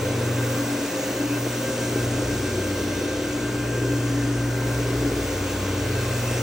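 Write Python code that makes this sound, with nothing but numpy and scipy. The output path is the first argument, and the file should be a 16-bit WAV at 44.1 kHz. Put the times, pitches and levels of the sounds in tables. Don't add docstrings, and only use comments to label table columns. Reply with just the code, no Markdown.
import sys
import numpy as np
from scipy import signal
from scipy.fft import rfft, irfft, next_fast_len
from scipy.io import wavfile
from scipy.ndimage import uniform_filter1d, map_coordinates

SR = 44100
rng = np.random.default_rng(int(sys.argv[2]) if len(sys.argv) > 2 else 0)


def dump(signal):
    limited = np.clip(np.atleast_2d(signal).T, -1, 1)
    pcm = np.round(limited * 32767).astype(np.int16)
    wavfile.write(sys.argv[1], SR, pcm)


N = 283122


def amp(db):
    return 10 ** (np.asarray(db) / 20)


def unit(x):
    return x / np.sqrt(np.mean(x ** 2) + 1e-20)


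def at_pitch(points, hz):
    pitches, values = np.transpose(points)
    return np.interp(np.log(hz + 1), np.log(pitches + 1), values)


def curves(rows):
    times, *columns = np.transpose(rows)
    return [np.interp(np.arange(N) / SR, times, column) for column in columns]


def swells(rows):
    peak_s, half_length_s, *rises = np.transpose(rows)
    bells = np.exp(-((np.arange(N) / SR - peak_s[:, None]) / half_length_s[:, None]) ** 2)
    return np.array(rises) @ bells


def wobble(rate):
    return map_coordinates(rng.standard_normal(2048), [np.arange(N) * rate / SR], mode="wrap")


def filtered(x, response):
    size = next_fast_len(N + SR // 2)
    return irfft(rfft(x, size) * response(np.fft.rfftfreq(size, 1 / SR)), size)[..., :N]


def white():
    return rng.standard_normal((2, N))


def spread(pair, spectrum):
    # pitch_hz, likeness
    alike = [(100, .998), (300, .98), (520, .9), (750, .77), (950, .92), (1200, .98), (1900, .98),
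             (2500, .6), (3800, .45), (4800, .55), (5800, .87), (7500, .78), (9300, .84), (10000, .998),
             (13300, .998), (14300, .88), (15700, .8)]

    def response(hz):
        angle = np.arccos(np.clip(at_pitch(alike, hz), 0, 1)) / 2
        return amp(at_pitch(spectrum, hz)) * [np.cos(angle), np.sin(angle)]

    mid, side = filtered(pair, response)
    return unit(np.array([mid + side, mid - side]))


def panned(pair, pan_db):
    return pair * amp(np.array([pan_db, -pan_db]) / 2)


def patchy(pair, depth_db):
    spectra = signal.stft(pair, nperseg=512)[2]
    patches = uniform_filter1d(rng.standard_normal(spectra.shape[1:]), size=2, axis=0)
    patches = uniform_filter1d(patches, size=70, axis=1)
    return signal.istft(spectra * amp(depth_db * unit(patches)), nperseg=512)[1][:, :N]


def tone(cycles, flutter_db, slip_rad, rate):
    phase = 2 * np.pi * (cycles + rng.random()) + slip_rad * wobble(rate)
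    return unit(amp(flutter_db * wobble(rate)) * np.sin(phase))


def distance():
    # time_s, distance_m
    travel = [(0, 0.16), (.35, 0.59), (.75, 0.3), (1.15, 0.16), (1.6, 0.088), (2.05, 0.38), (2.6, 1),
              (3.2, 1.6), (3.8, 1.66), (4.9, 1), (5.35, 0.82), (5.85, 0.7), (6.42, 0.29)]
    return uniform_filter1d(curves(travel)[0], size=SR // 5, mode="nearest")


def pace():
    return np.gradient(distance()) * SR


def bite(turns):
    shaft_turns_per_roller_turn, hardest_s = 4.67, 1.68
    return np.cos(2 * np.pi * (turns - turns[round(hardest_s * SR)]) / shaft_turns_per_roller_turn)


def fan():
    # time_s, level_db
    levels = [(0, -38.5), (.6, -37), (1.2, -39.3), (1.8, -39), (2.2, -39.5), (2.5, -40.5), (3.3, -40.3),
              (4.2, -40.3), (4.7, -38), (5.3, -38.5), (6.42, -37.3)]
    # pitch_hz, gain_db
    air_colour = [(350, -20.5), (750, 1.5), (950, 1), (1080, 2), (1300, 0), (1520, 3.5), (1750, -3),
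                  (2100, -6.5), (3000, -55)]
    return amp(curves(levels)[0]) * spread(patchy(white(), depth_db=0.8), air_colour)


def floor_shake(turns):
    # time_s, level_db
    levels = [(0, -49.5), (1.2, -54), (1.9, -47), (2.3, -38.5), (2.6, -43), (3.7, -41.5), (4.7, -36.5),
              (5.4, -38), (5.9, -36.5), (6.42, -40.5)]
    # pitch_hz, gain_db
    rumble_colour = [(15, -45), (30, -29), (42, -2), (52, -21), (58, 4), (66, 3), (80, -3.5), (110, -62)]
    shaft = amp(4.5) * tone(2 * turns, flutter_db=2.5, slip_rad=0.69, rate=3.98)
    roller = amp(-7.5) * tone(2.49 * turns, flutter_db=4.0, slip_rad=0.18, rate=1.7)
    rumble = spread(white(), rumble_colour)
    return amp(curves(levels)[0]) * unit(rumble + shaft + roller)


def bumps():
    # start_s, peak_db
    knocks = [(1.95, -20), (1.958, -16), (5.118, -21.5)]
    # pitch_hz, ring_s (time to fade by 60 dB), gain_db
    frame_notes = [(300, 0.073, -12), (411, 0.046, 17), (473, 0.026, -8)]
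    t = np.arange(SR // 5) / SR
    ring = sum(amp(db - 60 * t / ring_s) * np.sin(2 * np.pi * hz * t) for hz, ring_s, db in frame_notes)
    ring *= 1 - np.exp(-t / 0.001)
    out = np.zeros(N + SR)
    for start_s, peak_db in knocks:
        out[round(start_s * SR):][:len(t)] += amp(peak_db) * ring / np.abs(ring).max()
    return out[:N]


def scrapes():
    # peak_s, half_length_s, pitch_hz, level_db
    events = [(1.0, 0.22, 1850, -46), (1.304, 0.055, 2550, -41.5), (4.193, .13, 1780, -43.5)]
    half_width_hz = 170
    t = np.arange(N) / SR
    out = np.zeros(N)
    for peak_s, half_length_s, pitch_hz, level_db in events:
        band = filtered(rng.standard_normal(N), lambda hz: 1 / (1 + ((hz - pitch_hz) / half_width_hz) ** 4))
        swell = np.exp(-((t - peak_s) / half_length_s) ** 2)
        out += amp(level_db) * swell * unit(band)
    return out


def chatter(turns):
    # pitch_hz, gain_db
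    buzz_colour = [(600, -27), (1000, 2.5), (1500, -6), (1900, 2), (2800, -5), (4000, 5), (6000, -7),
                   (9000, -40)]
    surfaces = rng.standard_normal((2, 1500))
    rubbing = np.array([map_coordinates(row, [turns % 1 * len(row)], mode="wrap") for row in surfaces])
    level_db = -55 - 1.5 * distance() + 1.2 * wobble(10)
    return amp(level_db) * spread(rubbing, buzz_colour)


def motor(turns):
    # time_s, level_db
    hum_levels = [(0.06, -31), (0.43, -25.5), (0.76, -37.5), (0.87, -47.5), (1.39, -30.5), (1.71, -36.5),
                  (2.01, -27.5), (2.38, -32), (2.62, -43), (3.09, -41), (3.89, -26), (5.01, -28),
                  (5.36, -42), (5.66, -44), (5.88, -30.5), (6.36, -26.5)]
    # time_s, level_db
    octave_levels = [(0, -40), (.45, -39), (.8, -39), (1.0, -58), (1.13, -42), (1.3, -47), (1.6, -36.5),
                     (2.05, -40), (2.3, -44), (2.55, -38.5), (3.15, -44), (3.6, -39), (3.95, -48),
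                     (4.6, -40), (5.05, -55), (5.6, -42), (5.9, -50), (6.25, -38)]
    # cycles_per_turn, level_at_wall_db
    slot_tones = [(37, -58), (44, -61), (50, -50.5), (52, -54.5), (55, -59), (58, -61), (60, -60.5),
                  (64, -61), (70, -61), (78, -58), (98, -63.5), (100, -63.5), (106, -62), (108, -64),
                  (126, -64), (160.2, -62), (196, -58.5)]
    # peak_s, half_length_s, rise_db
    squeals = [(1.02, .06, 15), (1.17, 0.032, 16), (1.28, .04, 13)]
    mains_hz, bearing_cycles_per_turn = 60, 228
    mains = mains_hz * np.arange(N) / SR
    hum = amp(curves(hum_levels)[0]) * tone(2 * mains, flutter_db=0.4, slip_rad=0.03, rate=7.8)
    octave = amp(curves(octave_levels)[0]) * tone(4 * mains, flutter_db=1.5, slip_rad=0.05, rate=7.6)
    slots = sum(amp(db) * tone(per_turn * turns, flutter_db=2.5, slip_rad=0.5, rate=14)
                for per_turn, db in slot_tones)
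    bearing = tone(bearing_cycles_per_turn * turns, flutter_db=1.5, slip_rad=0.6, rate=30)
    bearing_db = -57.5 + swells(squeals)[0]
    return hum + octave + amp(-0.5 * distance()) * slots + amp(bearing_db) * bearing


def small_gear(turns):
    # peak_s, half_length_s, rise_db
    strains = [(.54, 0.13, 10.5), (1.06, 0.19, 8), (1.75, 0.23, 10), (2.22, 0.09, 7), (2.65, 0.1, 7.5),
               (3.13, 0.11, 10), (4.75, 0.15, 5), (5.38, 0.27, 6), (6.33, 0.14, 7.5)]
    # time_s, second_db, third_db, fifth_db
    singing = [(0.08, -47, -46, -56), (.27, -55, -45, -55), (.5, -51.5, -42.5, -55), (.85, -53, -48, -57),
               (1.08, -56, -56, -56), (1.3, -58, -44, -52), (1.5, -52, -46.5, -52), (1.68, -54, -41.7, -53),
               (2.15, -52, -43.3, -54), (2.55, -54, -41.7, -54), (3.35, -54.5, -43.3, -56),
               (3.6, -49, -41.5, -57), (3.93, -53, -39.8, -59), (4.14, -51, -47, -60),
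               (4.42, -51, -42, -60), (4.75, -51, -42.3, -59), (5.05, -55, -50, -57),
               (5.28, -47.5, -52, -56), (5.8, -50.5, -50, -53), (5.97, -50, -42, -52),
               (6.14, -51, -45.5, -51), (6.3, -48.5, -46.5, -45.5), (6.42, -51, -48, -52)]
    teeth = 18
    tooth_db = -43 - 0.5 * distance() + swells(strains)[0]
    second_db, third_db, fifth_db = curves(singing)
    mesh = teeth * turns + 0.004 * wobble(60)
    surge_depth = np.clip(0.68 - 0.27 * distance() + 0.13 * wobble(5), 0, 1)
    surge = (1 + surge_depth * bite(turns)) / np.sqrt(1 + surge_depth ** 2 / 2)
    roughness = unit(1 + 0.38 * wobble(70))
    tooth = amp(tooth_db) * roughness * tone(mesh, flutter_db=1.2, slip_rad=0.3, rate=25)
    second = amp(second_db) * tone(2 * mesh, flutter_db=1.2, slip_rad=0.12, rate=15)
    higher = sum(amp(db) * tone(multiple * mesh, flutter_db=0.7, slip_rad=0.12, rate=12)
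                 for multiple, db in [(3, third_db), (4, -55), (5, fifth_db)])
    return tooth + second + surge * higher


def drive_gear(drive_cycles):
    # time_s, level_db
    levels = [(.08, -33), (.4, -39), (.7, -46), (1.1, -68), (1.6, -57), (1.95, -40), (2.3, -36),
              (2.63, -32), (3.0, -35.5), (3.4, -46), (3.8, -45.5), (4.85, -50), (5.3, -34), (5.6, -30.5),
              (5.95, -31), (6.42, -38)]
    drone = tone(drive_cycles, flutter_db=1.25, slip_rad=0.06, rate=17)
    octave = amp(-13.5) * tone(2 * drive_cycles, flutter_db=2.0, slip_rad=0.37, rate=7)
    return amp(curves(levels)[0]) * (drone + octave)


def housing(turns, drive_cycles):
    # time_s, level_db, bristle_share (0 to 1)
    boom = [(0, -28, 0.2), (.22, -36.5, 0), (.55, -30, 0.14), (.92, -29.5, 0), (1.12, -31, .15),
            (1.24, -25, 0.8), (1.45, -34.5, 0.5), (1.85, -35, 0.6), (2.17, -30, 0.6), (2.42, -35, 0.4),
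            (2.58, -36, 1), (2.75, -31.5, 0.8), (3.08, -34.5, 1), (3.35, -29.5, 1), (3.75, -36, 0.8),
            (3.95, -28, 0.26), (4.24, -25, 0.34), (4.45, -33, .15), (4.72, -35.5, 0.2), (4.92, -29, 0),
            (5.22, -29.5, 0.1), (5.45, -32, .1), (5.7, -32, 0.3), (6.2, -41.5, .3), (6.42, -33, 0.1)]
    # pitch_hz, width_hz, gain_db
    resonances = [(281.8, 30.4, 0)]

    def shell(hz):
        return sum(amp(db) * 1j * hz * width / (pitch ** 2 - hz ** 2 + 1j * hz * width)
                   for pitch, width, db in resonances)

    boom_db, bristle_share = curves(boom)
    gear = tone(3 * drive_cycles, flutter_db=0.8, slip_rad=0.2, rate=14)
    bristle_rows = tone(10.09 * turns, flutter_db=1.0, slip_rad=0.2, rate=14)
    beating = np.sqrt(1 - bristle_share) * gear + np.sqrt(bristle_share) * bristle_rows
    ring = unit(filtered(rng.standard_normal(N), lambda hz: shell(hz) ** 2))
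    extra_boom_db = np.maximum(boom_db - np.median(boom_db), 0)
    ring_gain = amp(-8 + 0.7 * extra_boom_db)
    return amp(boom_db) * (beating + ring_gain * ring) / np.sqrt(1 + ring_gain ** 2)


def churn():
    # time_s, pitch_hz, level_db
    gap = [(0, 455, -37), (.3, 470, -38), (.7, 450, -45), (1.1, 400, -41), (1.55, 400, -47),
           (1.8, 390, -42), (1.97, 385, -32.5), (2.15, 385, -39), (2.45, 385, -37), (2.9, 365, -37.5),
           (3.25, 340, -36), (3.5, 370, -38.5), (3.72, 360, -35), (3.95, 358, -33), (4.15, 390, -42),
           (4.42, 400, -45), (4.68, 410, -36.5), (4.95, 415, -35.5), (5.28, 440, -35), (5.6, 430, -39),
           (5.88, 442, -34), (6.1, 445, -39), (6.42, 450, -41)]
    width_hz = 50
    pitch_hz, level_db = curves(gap)
    slow = filtered(white(), lambda hz: 1 / (1 + 2j * hz / width_hz) / (1 + (hz / width_hz / 2) ** 4))
    phase = 2 * np.pi * np.cumsum(pitch_hz) / SR
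    band = slow[0] * np.cos(phase) + slow[1] * np.sin(phase)
    return amp(level_db) * unit(band)


def drumming():
    # peak_s, half_length_s, hollow_rise_db, middle_rise_db
    digs = [(.04, 0.059, -4.5, 9.5), (1.96, 0.1, 3, -2.5), (3.8, 0.18, 1, 5), (4.92, .12, 0, 0),
            (5.25, 0.33, 1, 1)]
    # pitch_hz, gain_db
    hollow_colour = [(25, -37), (90, -10), (125, -12), (150, -6), (180, -7.5), (215, -3.5), (255, -8),
                     (310, 0), (385, 1), (440, -17.5), (600, -64)]
    middle_colour = [(330, -22), (420, -5), (490, -4.5), (560, -13), (750, -62)]
    hard_colour = [(440, -32), (540, -1.5), (620, 1), (730, -10.5), (1100, -23.5), (2500, -57)]
    metres, pull_speed = distance(), pace()
    hollow_dig_db, middle_dig_db = swells(digs)
    blows = amp(np.abs(pull_speed) + 0.8 * wobble(90))
    hollow_db = -35 + 0.6 * metres + 0.5 * pull_speed + hollow_dig_db
    middle_db = -38 + 0.3 * metres + pull_speed + middle_dig_db
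    hard_db = -38 - 1.5 * metres
    out = np.zeros((2, N))
    for colour, level_db in [(hollow_colour, hollow_db), (middle_colour, middle_db), (hard_colour, hard_db)]:
        fading_db = 0.74 * np.tanh(wobble(11))
        out += amp(level_db + fading_db) * spread(white() * blows, colour)
    return out


def brushes(turns):
    # time_s, swish_db, rasp_db, hiss_db
    levels = [(0, -41, -43.5, -39), (.65, -39.5, -44, -37), (1.4, -40.7, -44.5, -38.5),
              (1.8, -40, -43.5, -36.5), (2.5, -40, -43, -37.5), (3.05, -40, -44, -39),
              (3.65, -42, -47.5, -40.5), (4.25, -43, -46.5, -39.5), (4.5, -43.2, -47, -40),
              (5, -40.5, -44.5, -38.5), (5.45, -40, -44.2, -38), (5.95, -40, -43, -39),
              (6.3, -38.5, -43.2, -36)]
    # time_s, level_db
    fizz_levels = [(0, -36.3), (.6, -33.7), (1.4, -33.8), (2.2, -37.2), (3, -38), (3.5, -39.7), (4.2, -40),
                   (4.7, -37.6), (5.4, -35), (5.8, -36), (6.42, -35)]
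    # time_s, swish_pan_db, rasp_pan_db
    sway = [(0, 1.3, -1.5), (.65, -1.5, 0), (1.2, -1, 2), (1.65, 0, 1.5), (2.1, 1.5, -2.5),
            (3.13, 1.5, -2.5), (3.5, 2.2, 0), (4.6, 4, .5), (5.4, 2.7, -1.3), (6.42, 1, -1.5)]
    # pitch_hz, gain_db
    swish_colour = [(1300, -11.5), (1800, -6), (2080, 2), (2300, -0.5), (2620, 2.5), (3000, -1.5),
                    (3250, -0.5), (3800, -60)]
    rasp_colour = [(2800, -28), (3300, 1), (3650, 3), (3900, -1), (4150, 1.5), (4900, -6.5), (8000, -54)]
    hiss_colour = [(2500, -31), (4800, -4), (5800, 2), (7000, 0), (8000, 0), (9000, -1), (10300, -6),
                   (12000, -49)]
    fizz_colour = [(7500, -35), (9000, -8), (10000, -1.5), (11500, -1.5), (13000, -.5), (14000, 2.5),
                   (15700, 2.5)]

    def flicks():
        return white() * amp(2.8 * rng.standard_normal(N))

    swish_db, rasp_db, hiss_db = curves(levels)
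    swish_pan_db, rasp_pan_db = curves(sway)
    pressure_db = 0.12 * bite(turns) + 0.13 * wobble(7.6)
    swish = amp(swish_db + 0.37 * wobble(25)) * spread(patchy(white(), depth_db=1.2), swish_colour)
    rasp = amp(rasp_db) * spread(patchy(white(), depth_db=1.3), rasp_colour)
    hiss = amp(hiss_db) * spread(patchy(flicks(), depth_db=1.3), hiss_colour)
    fizz = amp(curves(fizz_levels)[0] + 0.8 * wobble(8)) * spread(flicks(), fizz_colour)
    return amp(pressure_db) * (panned(swish, swish_pan_db) + panned(rasp, rasp_pan_db) + hiss + fizz)


def scene():
    # time_s, turns_per_s
    speed = [(0, 29.21), (0.5, 29.18), (0.9, 29.26), (1.25, 29.33), (1.7, 29.22), (2.3, 29.23),
             (2.9, 29.13), (3.5, 29.19), (4.05, 29.19), (4.35, 29.08), (4.6, 29.16), (4.85, 29.13),
             (5.15, 29.28), (5.45, 29.14), (5.8, 29.25), (6.42, 29.22)]
    turns = np.cumsum(curves(speed)[0]) / SR
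    drive_cycles = 3.271 * turns
    machine = motor(turns) + small_gear(turns) + drive_gear(drive_cycles) + chatter(turns)
    body = housing(turns, drive_cycles) + fan() + floor_shake(turns)
    return machine + body + drumming() + churn() + brushes(turns) + scrapes() + bumps()


def record(dry):
    # pitch_hz, gain_db
    tilt = [(100, .3), (200, .8), (300, 2.1), (550, .4), (1200, .1), (2500, .6), (4500, .2), (8000, 0)]
    # pitch_hz, lead_rad
    lead = [(2000, 0), (3250, -.9), (4200, .4), (4700, .4), (5300, -.3), (6100, -.6), (8800, -2.1),
            (10100, -3.1), (13300, -3.18), (14000, -3.55), (15600, -4.6)]
    top_hz = 15800
    sides = np.array([[0.5], [-0.5]])

    def response(hz):
        return amp(sides * at_pitch(tilt, hz)) * np.exp(1j * sides * at_pitch(lead, hz)) * (hz < top_hz)

    return filtered(dry, response)


dry = scene()
out = record(dry)
dump(out)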